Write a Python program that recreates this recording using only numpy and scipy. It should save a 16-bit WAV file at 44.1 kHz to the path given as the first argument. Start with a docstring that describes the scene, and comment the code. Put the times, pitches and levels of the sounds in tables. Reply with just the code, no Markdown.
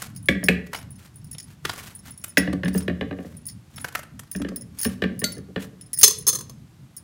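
"""First a soft crack and hiss of a knife in gourd, over a low wavering rumble in a small kitchen.
Chunks drop into an aluminium pressure cooker and set it rocking; glass bangles tick at every move.
The knife is laid on the rim; then a hand reaches in to lift the pot and the bangles clatter on it.
Pot, glass and blade are sums of decaying modes, each with contact noise; flesh is shaped noise bursts
and a grainy hiss. A reverberant room answers, and a close phone saturates on the loudest blows."""
import sys
import numpy as np
from scipy import signal
from scipy.fft import rfft, irfft, next_fast_len
from scipy.io import wavfile
from scipy.ndimage import uniform_filter1d, map_coordinates

SR = 44100
rng = np.random.default_rng(int(sys.argv[2]) if len(sys.argv) > 2 else 0)


def materialize(psi):
    """Save the field psi as 16-bit PCM at rate SR to the path in sys.argv[1].

    A 1-D psi becomes a single channel; in a 2-D psi each row is a channel.
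    """
    bounded = np.clip(np.atleast_2d(psi).T, -1, 1)
    quanta = np.round(bounded * 32767).astype(np.int16)
    wavfile.write(sys.argv[1], SR, quanta)


N = 310023
T = np.arange(SR * 2 // 5) / SR  # time axis of one contact, s

# Every level is relative: spectra and contacts are normalised, then weighted in the mix.
# room tone spectrum [f/Hz, density level/dB]
AIR = [(25, -31.5), (80, -4.5), (140, -1), (280, -14), (450, -30.5), (900, -31), (2200, -36), (4000, -38),
       (12000, -44), (16000, -52.5)]
# reverberation time of the kitchen [f/Hz, t60/s]
KITCHEN = [(100, 1), (300, 0.63), (1000, 0.42), (4000, 0.34), (16000, 0.18)]
# blade meeting the rim [t/s, level/dB]
RIM_TAPS = [(5.2412, -11.5)]
# modes of blade and rim together [f/Hz, level/dB, t60/s]
BLADE = [(1414, -13.5, 0.305), (2050, 2, 0.028), (3380, -14.5, 0.14), (3900, -4.5, 0.13), (4280, 0, 0.116),
         (4490, 1.5, 0.16), (6280, 0.5, 0.062), (11370, -13.5, 0.13), (14300, -10, 0.17)]
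# bangles striking the pot [t/s, level/dB, length of the flurry/s]
SLAPS = [(6.0306, 5.5, 0.015), (6.0778, -5, .005), (6.107, -16.5, 0.0033), (6.266, -12, .02),
         (6.2845, -9, 0.017), (6.328, -18, 0.0073), (6.349, -19, .012), (6.387, -26.5, 0.0023),
         (6.408, -28, 0.004), (6.4954, -34.5, 0.0021)]
# modes of the pot's wall under a hard blow [f/Hz, level/dB, t60/s]
WALL = [(425, -7, .14), (1113, -10, .13), (1810, -15.5, 0.089), (3445, -11, 0.18), (4165, -7, 0.12),
        (4540, -13.5, .17), (5220, -7, 0.18), (6220, 0, 0.2), (6365, -1, 0.15), (6925, -6, .14),
        (8700, -8, .15), (9750, -4.5, .14), (11550, -11, .15), (15500, -12, 0.16), (15550, -11, 0.11)]
# flicks of the wrist that clink the bangles [t/s, level/dB, firmness as low ring over high ring/dB]
FLICKS = [(0.162, -25.5, -9), (0.228, -36.5, -32), (0.257, -28.5, -15), (0.439, -14.5, -7.5),
          (0.7605, -28, 2), (0.9057, -32, -37), (1.158, -34, -26), (1.244, -35.5, -7), (1.313, -21, -16),
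          (1.383, -23, -1), (1.9506, -27.5, -32), (2.107, -29.5, -36), (2.1761, -27.5, -19),
          (2.281, -27.5, -32.5), (2.3778, -8.5, -0.5), (2.647, -29, -2), (2.741, -23, -13),
          (2.7778, -17, -9.5), (3.3674, -32.5, -35), (3.466, -20, -22), (3.486, -26.5, -1),
          (3.76, -26.5, -9.5), (3.813, -26.5, -38.5), (4.314, -18.5, -14.5), (4.361, -25.5, -1.5),
          (4.56, -19, -12.5), (4.787, -18.5, -8.5), (4.8135, -9, -15.5), (4.83, -14, -5.5),
          (4.8464, -13, -3.5), (5.1922, -20, -13.5), (5.3209, -24, -6.5), (5.811, -29, -4.5),
          (5.9315, -14, -12.5), (5.9874, -8.5, -18), (6.012, -7, -8.5), (6.1852, -21.5, -24),
          (6.276, -2, -21), (6.353, -18, -8), (6.9656, -20.5, -24)]
# modes of a small glass bangle [f/Hz, level/dB, t60/s]
BANGLE = [(1913, -18.5, 0.06), (5320, -6, 0.06), (6640, -5, 0.029), (9860, 4, 0.056), (16800, -1.5, 0.044)]
# chunks landing in the pot [t/s, knock level/dB, hardness as clack over knock/dB]
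DROPS = [(0.286, -15, 4.5), (0.351, -34.5, -6), (0.43, -28, -2), (0.485, -13, 3), (2.372, -12, 2.5),
         (2.475, -20.5, -6.5), (2.528, -21, -14), (2.634, -22.5, 0), (2.657, -29, 4), (2.748, -19, -12),
         (4.35, -34, 4), (4.399, -32, -14), (4.487, -42, -18), (4.851, -20, -1)]
# the pot set rocking [t/s, first knock level/dB, first swing/s, loss per swing/dB, heel over knock/dB]
ROCKS = [(2.88, -16, .13, 4, -7), (4.448, -23, .069, 9, -11), (5.021, -15.5, .196, 8, -1),
         (5.561, -19, .19, 33, -8)]
# modes of the pot's body, loaded with chunks [f/Hz, level/dB, t60/s]
POT = [(80, -8, .25), (187, 1, .23), (232, -2, .16), (277, -2, .14), (455, 1, .08), (548, 0, .055),
       (745, -8, .045), (1150, -14, .06), (1550, -4, .028), (1690, 0, .028), (1785, 2, .036),
       (2420, -7, .02), (2880, -4, .024), (3420, -11, .03), (3950, -11, .022)]
# modes of the bare metal floor, before filling damps it [f/Hz, level/dB, t60/s]
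FLOOR = [(1938, -14, .34), (2050, 0, .028), (2200, -4, .05), (2370, -2, .04), (2540, -3, .055),
         (2760, -5, .03), (3350, -7, .018), (4150, -10, .016)]
# dull noise of an impact on the pot [f/Hz, density level/dB]
THUMP = [(40, -32), (120, 11), (220, 1.5), (500, 13.5), (900, -19), (1600, 4.5), (2500, -6), (4200, -12.5),
         (15000, -32)]
# bright noise of hard contacts, metal or glass [f/Hz, density level/dB]
CRACK = [(30, -21), (400, -21), (2700, -0.5), (4200, -0.5), (6400, 0.5), (7700, 4), (10000, 0.5),
         (12500, 3.5), (16000, -10)]
# strokes of blade and fingers along the flesh [t/s at the height, level/dB, half length/s]
STROKES = [(0.035, -43.5, 0.033), (0.673, -53.5, .008), (1.037, -52, 0.04), (1.508, -54.5, .03),
           (1.826, -43.5, .075), (2.076, -43.5, 0.023), (2.79, -46, 0.042), (3.271, -56.5, .07),
           (3.752, -60, 0.064), (4.87, -48.5, 0.077), (5.627, -45.5, 0.024)]
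# skin and flesh giving way under the blade [t/s, level/dB, treble over body/dB]
CUTS = [(0.019, -28, -4), (0.731, -23.5, -16.5), (0.745, -23, -18.5), (1.65, -16.5, -19),
        (1.694, -18.5, -21.5), (2.239, -31, 2), (3.779, -32, -17.5), (3.843, -19, -19),
        (3.95, -16.5, -15.5), (4.192, -34, -5)]
# wet cut faces skidding on each other or under the fingers [t/s, level/dB]
SKIDS = [(1.347, -40.5), (2.528, -29.5), (2.679, -25.5), (2.818, -41), (4.416, -29), (4.485, -33)]
# noise of cracking flesh [f/Hz, density level/dB]
FLESH = [(100, -12), (420, -8), (800, -6.5), (1500, -2.5), (2200, -8.5), (4000, -11), (8000, -6.5),
         (12000, -4), (16000, -15)]
# noise of slicing [f/Hz, density level/dB]
SLICE = [(200, -2), (700, -3.5), (1600, 0.5), (4000, -5), (12000, -7.5), (16000, -12.5)]

TOP_HZ = 16000  # band limit of the phone
WALL_LOW_GROWTH = 0.55  # dB of the wall's low ring per dB of the blow
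JINGLE_S = .04  # time scale of loose jingling around a flick
# a large bangle rings lower and the arm chokes it sooner (ratios to the small one)
LARGE_PITCH, LARGE_LIFE = .91, 0.51
SIZE_SPREAD = .022  # relative pitch scatter among bangles of one kind
# the boom equals the knock at this level and grows more slowly (dB, dB per dB)
SOFT_DROP_DB, BOOM_GROWTH = -24, 0.46
# a chunk lands on an edge, then flops onto its side: delay, level and clack against the landing
FLOP_S, FLOP_DB, FLOP_CLACK_DB = .019, -12.5, -8.5
FILLING_DB_PER_S = 1  # piled chunks damp the floor more and more
SWING_SHRINK = .77  # each swing's duration over the one before
HEEL_S = 0.017  # the other side of the base follows each knock
# boom and clack over a rocking knock; under DULL_DB the clack falls away
ROCK_BOOM_DB, ROCK_CLACK_DB, DULL_DB = -7.5, -4.5, -21
# the blade slips on, catches and cracks again: interval, level over the cut, treble over the body
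CATCH_S, CATCH_DB, CATCH_TREBLE_DB = .04, -15, -10
SLIP_DB = -29  # hiss of that slip against the crack
SKID_TREBLE_DB = -18  # over the body of a skid
# spread of size among bursting cells, and of the blade's progress
GRAIN_DB, UNEVEN_DB = 4.5, 3.8


def amp(db):
    """Decibels are a logarithmic measure of amplitude; return the gain."""
    return 10 ** (np.asarray(db) / 20)


def unit(x):
    """Normalise mean power: rms 1."""
    return x / np.sqrt(np.mean(x ** 2) + 1e-20)


def strong(x):
    """Normalise short-time power: the loudest 5 ms have rms 1."""
    return x / np.sqrt(uniform_filter1d(x ** 2, size=SR // 200).max() + 1e-20)


def along(points, hz):
    """Interpolate (frequency, value) points linearly on a logarithmic frequency axis."""
    f, v = np.transpose(points)
    return np.interp(np.log(hz + 1), np.log(f), v)


def filtered(x, response):
    """Linear filtering: multiply the spectrum of x by a response of frequency."""
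    m = next_fast_len(len(x) + 8192)
    return irfft(rfft(x, m) * response(np.fft.rfftfreq(m, 1 / SR)), m)[:len(x)]


def band(x, kind, hz):
    """Causal third-order Butterworth low-, high- or band-pass."""
    return signal.sosfilt(signal.butter(3, hz, kind, fs=SR, output="sos"), x)


def noise(spectrum, size):
    """Coloured noise: white noise shaped by a spectrum, at rms 1."""
    return unit(filtered(rng.standard_normal(size), lambda hz: amp(along(spectrum, hz))))


def wobble(rate):
    """Slow fluctuation: a smooth curve through random knots, rate of them a second."""
    knots = rng.standard_normal(int(N * rate / SR) + 4)
    return map_coordinates(knots, [np.arange(N) * rate / SR])


def fade(t60):
    """Exponential decay, falling 60 dB in t60 seconds."""
    return amp(-60 * T / t60)


def ring(modes, scatter_db, spread, count):
    """Modal superposition: each mode is a cluster of partials; contact shifts the well-damped ones most."""
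    hz, db, t60 = np.repeat(modes, count, axis=0).T
    size, shift, side = rng.standard_normal((3, len(hz)))
    pitches = hz + spread * shift / t60
    gains = np.sign(side) * amp(db + scatter_db * size)
    out = np.zeros(len(T))
    for f, gain, life in zip(pitches, gains, t60):
        t = T[T < 1.3 * life]
        onset = 1 - np.exp(-f * t)
        out[:len(t)] += gain * amp(-60 * t / life) * np.sin(2 * np.pi * f * t) * onset
    return strong(out)


def add(track, s, sound):
    """Superposition: mix a sound in at s seconds."""
    part = track[max(round(s * SR), 0):][:len(sound)]
    part += sound[:len(part)]


def room_tone(level_db, waver_db):
    """Amplitude modulation: a low rumble wavers under faint steady hiss."""
    air = noise(AIR, N)
    rumble = filtered(air, lambda hz: hz < 300)
    hiss = air - rumble
    waver = amp(waver_db * np.tanh(wobble(12)))
    return amp(level_db) * (rumble * waver + hiss)


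def kitchen(x):
    """Reverberation: the small hard room's treble dies first; each quarter second gets a fresh tail."""
    out, step = np.zeros(N), SR // 4
    for start in range(0, N, step):
        hz, t, z = signal.stft(rng.standard_normal(len(T)), SR, nperseg=256)
        decay = amp(-60 * t / along(KITCHEN, hz)[:, None])
        tail = signal.istft(z * decay, SR, nperseg=256)[1][:len(T)]
        tail = tail * (1 - np.exp(-T / 0.0031))
        tail = tail / np.linalg.norm(tail)
        add(out, start / SR, signal.fftconvolve(x[start:start + step], tail))
    return out


def rim_tap(ring_db, crack_db):
    """Impact excitation: steel on aluminium gives a short crack and a clear ring."""
    out = np.zeros(N)
    for s, db in RIM_TAPS:
        crack = band(noise(CRACK, len(T)), "band", [1500, 10000]) * fade(0.028)
        steel = ring(BLADE, scatter_db=1, spread=0, count=1)
        add(out, s, amp(db) * (amp(ring_db) * steel + amp(crack_db) * crack))
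    return out


def clatter(high_db, low_db, crack_db, count):
    """Contact damping: bangles slap the wall one after another and at once choke most of its ring."""
    out = np.zeros(N)
    damping = fade(.042) + amp(-15)
    for s, db, flurry in SLAPS:
        hit = np.zeros(len(T))
        delays = flurry / count * (np.arange(count) + rng.uniform(0, .5, size=count))
        for k, delay in enumerate(delays):
            rattle = amp(crack_db) * noise(CRACK, len(T)) * fade(.08)
            wall = ring(WALL, scatter_db=4, spread=10, count=2)
            add(hit, delay, amp(-2 * k) * (wall + rattle) * damping)
        add(out, s, amp(db + high_db) * strong(band(hit, "high", 2100)))
        add(out, s, amp(WALL_LOW_GROWTH * db + low_db) * strong(band(hit, "low", 3200)))
    return out


def chink(purity, large_db):
    """Shared excitation: a small and a large bangle touch and both ring, in shares that vary."""
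    small, large = 1 + SIZE_SPREAD * np.clip(rng.standard_normal(2), -2, 1)
    small_modes = BANGLE * np.array([small, purity, 1])
    large_modes = BANGLE * np.array([large * LARGE_PITCH, purity, LARGE_LIFE])
    clear = ring(small_modes, scatter_db=4, spread=4, count=2)
    choked = ring(large_modes, scatter_db=4, spread=4, count=2)
    both = clear + amp(large_db + rng.normal(0, 6)) * choked
    onset = 1 - np.exp(-(T / .0006) ** 2)
    return strong(both * onset)


def stirring(level_db, growth, purity, large_db, count):
    """Random collisions: around each flick, and mostly after it, the loose bangles jingle."""
    out = np.zeros(N)
    for s, db, _ in FLICKS:
        for offset in JINGLE_S * rng.uniform(-.4, 1.5, size=count):
            gain = amp(growth * db + level_db + rng.uniform(-7, 4))
            add(out, s + offset, gain * chink(purity, large_db))
    return out


def bangles(high_db, low_db, rebound_db, stagger, large_db, count):
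    """Force-dependent excitation: rings touch in turn and grate; firm flicks stir more, large ones too."""
    out = np.zeros(N)
    for s, db, low in FLICKS:
        tick = np.zeros(len(T))
        purity = np.clip(-db / 16, 1, 2)  # a light touch favours the strongest modes
        delays = stagger * np.array([0, *np.cumsum(rng.gamma(2, .5, size=count - 1))])
        for k, delay in enumerate(delays):
            grit = amp(-7 * purity) * noise(CRACK, len(T)) * fade(.025)
            gain = amp(rebound_db * purity * k + rng.normal(0, 2))
            add(tick, delay, gain * (chink(purity, large_db * purity) + grit))
        low_ring = band(band(tick, "low", 7500), "low", 7500)
        add(out, s, amp(db + high_db) * strong(band(tick, "high", 11000)))
        add(out, s, amp(db + low + low_db) * strong(low_ring))
    return out


def landings():
    """Double impact: each chunk lands and flops; yield (t/s, knock/dB, boom/dB, clack/dB)."""
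    for s, db, clack in DROPS:
        boom = (BOOM_GROWTH - 1) * (db - SOFT_DROP_DB)
        yield s, db, boom, clack
        yield s + FLOP_S, db + FLOP_DB, boom, clack + FLOP_CLACK_DB


def rocking(count):
    """Energy loss: the pot rocks ever faster and softer, then duller; yields the same columns as landings."""
    for s, first_db, swing, loss, heel_db in ROCKS:
        for k in range(count):
            db = first_db - k * loss
            clack = ROCK_CLACK_DB + min(db - DULL_DB, 0)
            yield s, db, ROCK_BOOM_DB, clack
            yield s + HEEL_S, db + heel_db, ROCK_BOOM_DB, clack
            s += swing * SWING_SHRINK ** k


def thuds(boom_db, knock_db, clack_db, thump_db, contact_hz, floor_db, crack_db, lag):
    """Contact stiffness: harder hits on the pot clack higher and ring the bare floor more."""
    out = np.zeros(N)
    for s, db, boom, clack in [*landings(), *rocking(count=5)]:
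        hard = amp(db + clack)
        thump = noise(THUMP, len(T)) * (fade(.03) + amp(-20) * fade(.26))
        hit = amp(thump_db) * thump + ring(POT, scatter_db=3, spread=1.1, count=1)
        reach_hz = np.clip(contact_hz * hard ** .25, 1500, 12000)
        clack_sound = band(band(hit, "high", 1300), "low", reach_hz)
        add(out, s, amp(clack_db) * hard * strong(clack_sound))
        # the filling lowers the floor's ring and shortens it
        free = amp(-FILLING_DB_PER_S * s)
        floor_modes = FLOOR * np.array([1, 1, np.sqrt(free)])
        metal = free * ring(floor_modes, scatter_db=2.5, spread=2.2, count=2)
        crack = noise(CRACK, len(T)) * (fade(.02) + amp(-12) * fade(.1))
        add(out, s, amp(floor_db) * hard ** 2 * (metal + amp(crack_db) * crack))
        # bending waves are slower at low pitch, so the boom comes last
        knock_sound = band(hit, "band", [340, 1100])
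        boom_sound = band(hit, "band", [60, 330])
        add(out, s + lag / 4, amp(db + knock_db) * strong(knock_sound))
        add(out, s + lag, amp(db + boom + boom_db) * strong(boom_sound))
    return out


def skids():
    """Wet friction: short dull scuffs as (t/s, level/dB, treble/dB)."""
    return [(s, db, SKID_TREBLE_DB) for s, db in SKIDS]


def slicing(level_db):
    """Granular noise: the blade parts countless wet cells in a fine, grainy hiss."""
    t = np.arange(N) / SR
    slips = [(s + CATCH_S / 2, db + SLIP_DB, CATCH_S / 2) for s, db, _ in CUTS]
    force = sum(amp(db) / (1 + ((t - s) / half) ** 4) for s, db, half in [*STROKES, *slips])
    cells = rng.standard_normal(N) * amp(GRAIN_DB * wobble(2700) + UNEVEN_DB * wobble(99))
    hiss = unit(filtered(cells, lambda hz: amp(along(SLICE, hz))))
    return amp(level_db) * force * hiss


def cracks(count):
    """Stick-slip: each cut cracks, then catches more softly; yields (t/s, level/dB, treble/dB)."""
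    for s, db, treble in CUTS:
        yield s, db, treble
        for k in range(1, count):
            yield s + k * CATCH_S, db + CATCH_DB * np.sqrt(k), CATCH_TREBLE_DB


def snaps(body_db, treble_db, length):
    """Fracture: a crack bursts a row of cells in a few milliseconds; skids use the same burst."""
    out = np.zeros(N)
    run = (1 - np.exp(-T / .0015)) * (np.exp(-(T / length) ** 4) + amp(-14) * fade(.07))
    for s, db, treble in [*cracks(count=3), *skids()]:
        # every crack opens its own cavity and so has its own colour
        colour = np.column_stack([np.geomspace(400, 12000, num=12), rng.normal(0, 3, size=12)])
        cells = filtered(noise(FLESH, len(T)), lambda hz: amp(along(colour, hz))) * run
        add(out, s, amp(db + body_db) * strong(band(cells, "low", 4320)))
        add(out, s, amp(db + treble + treble_db) * strong(band(cells, "high", 6800)))
    return out


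def scene():
    """Superposition of direct sources, their reverberation and the room tone."""
    air = room_tone(level_db=-47, waver_db=6.0)
    metal = rim_tap(ring_db=-8.5, crack_db=-1.0)
    metal = metal + clatter(high_db=-5.5, low_db=-25.0, crack_db=-6.0, count=5)
    glass = stirring(level_db=-22.5, growth=0.96, purity=1.0, large_db=-5.5, count=3)
    glass = glass + bangles(high_db=-8.0, low_db=-11.0, rebound_db=-4, stagger=0.0065,
                            large_db=-3.5, count=4)
    pot = thuds(boom_db=3.0, knock_db=-6, clack_db=-3, thump_db=0.5, contact_hz=8200,
                floor_db=9.5, crack_db=-15, lag=0.00494)
    knife = slicing(level_db=1.5) + snaps(body_db=-5.0, treble_db=0.5, length=0.0088)
    wet = kitchen(amp(-12.0) * pot + amp(-17.0) * glass + amp(-12.5) * metal + amp(-13) * knife)
    return (pot + glass + metal + knife + wet + air)[None]


def record(dry):
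    """Soft saturation: the phone rounds off the loudest blows, then cuts steeply at its band limit."""
    ceiling = 1.05 + .04 * np.sign(dry[0])  # slightly lopsided
    clipped = dry[0] / (1 + np.abs(dry[0] / ceiling) ** 6) ** (1 / 6)
    return filtered(clipped, lambda hz: 1 / (1 + (hz / TOP_HZ) ** 120))[None]


dry = scene()
out = record(dry)
materialize(out)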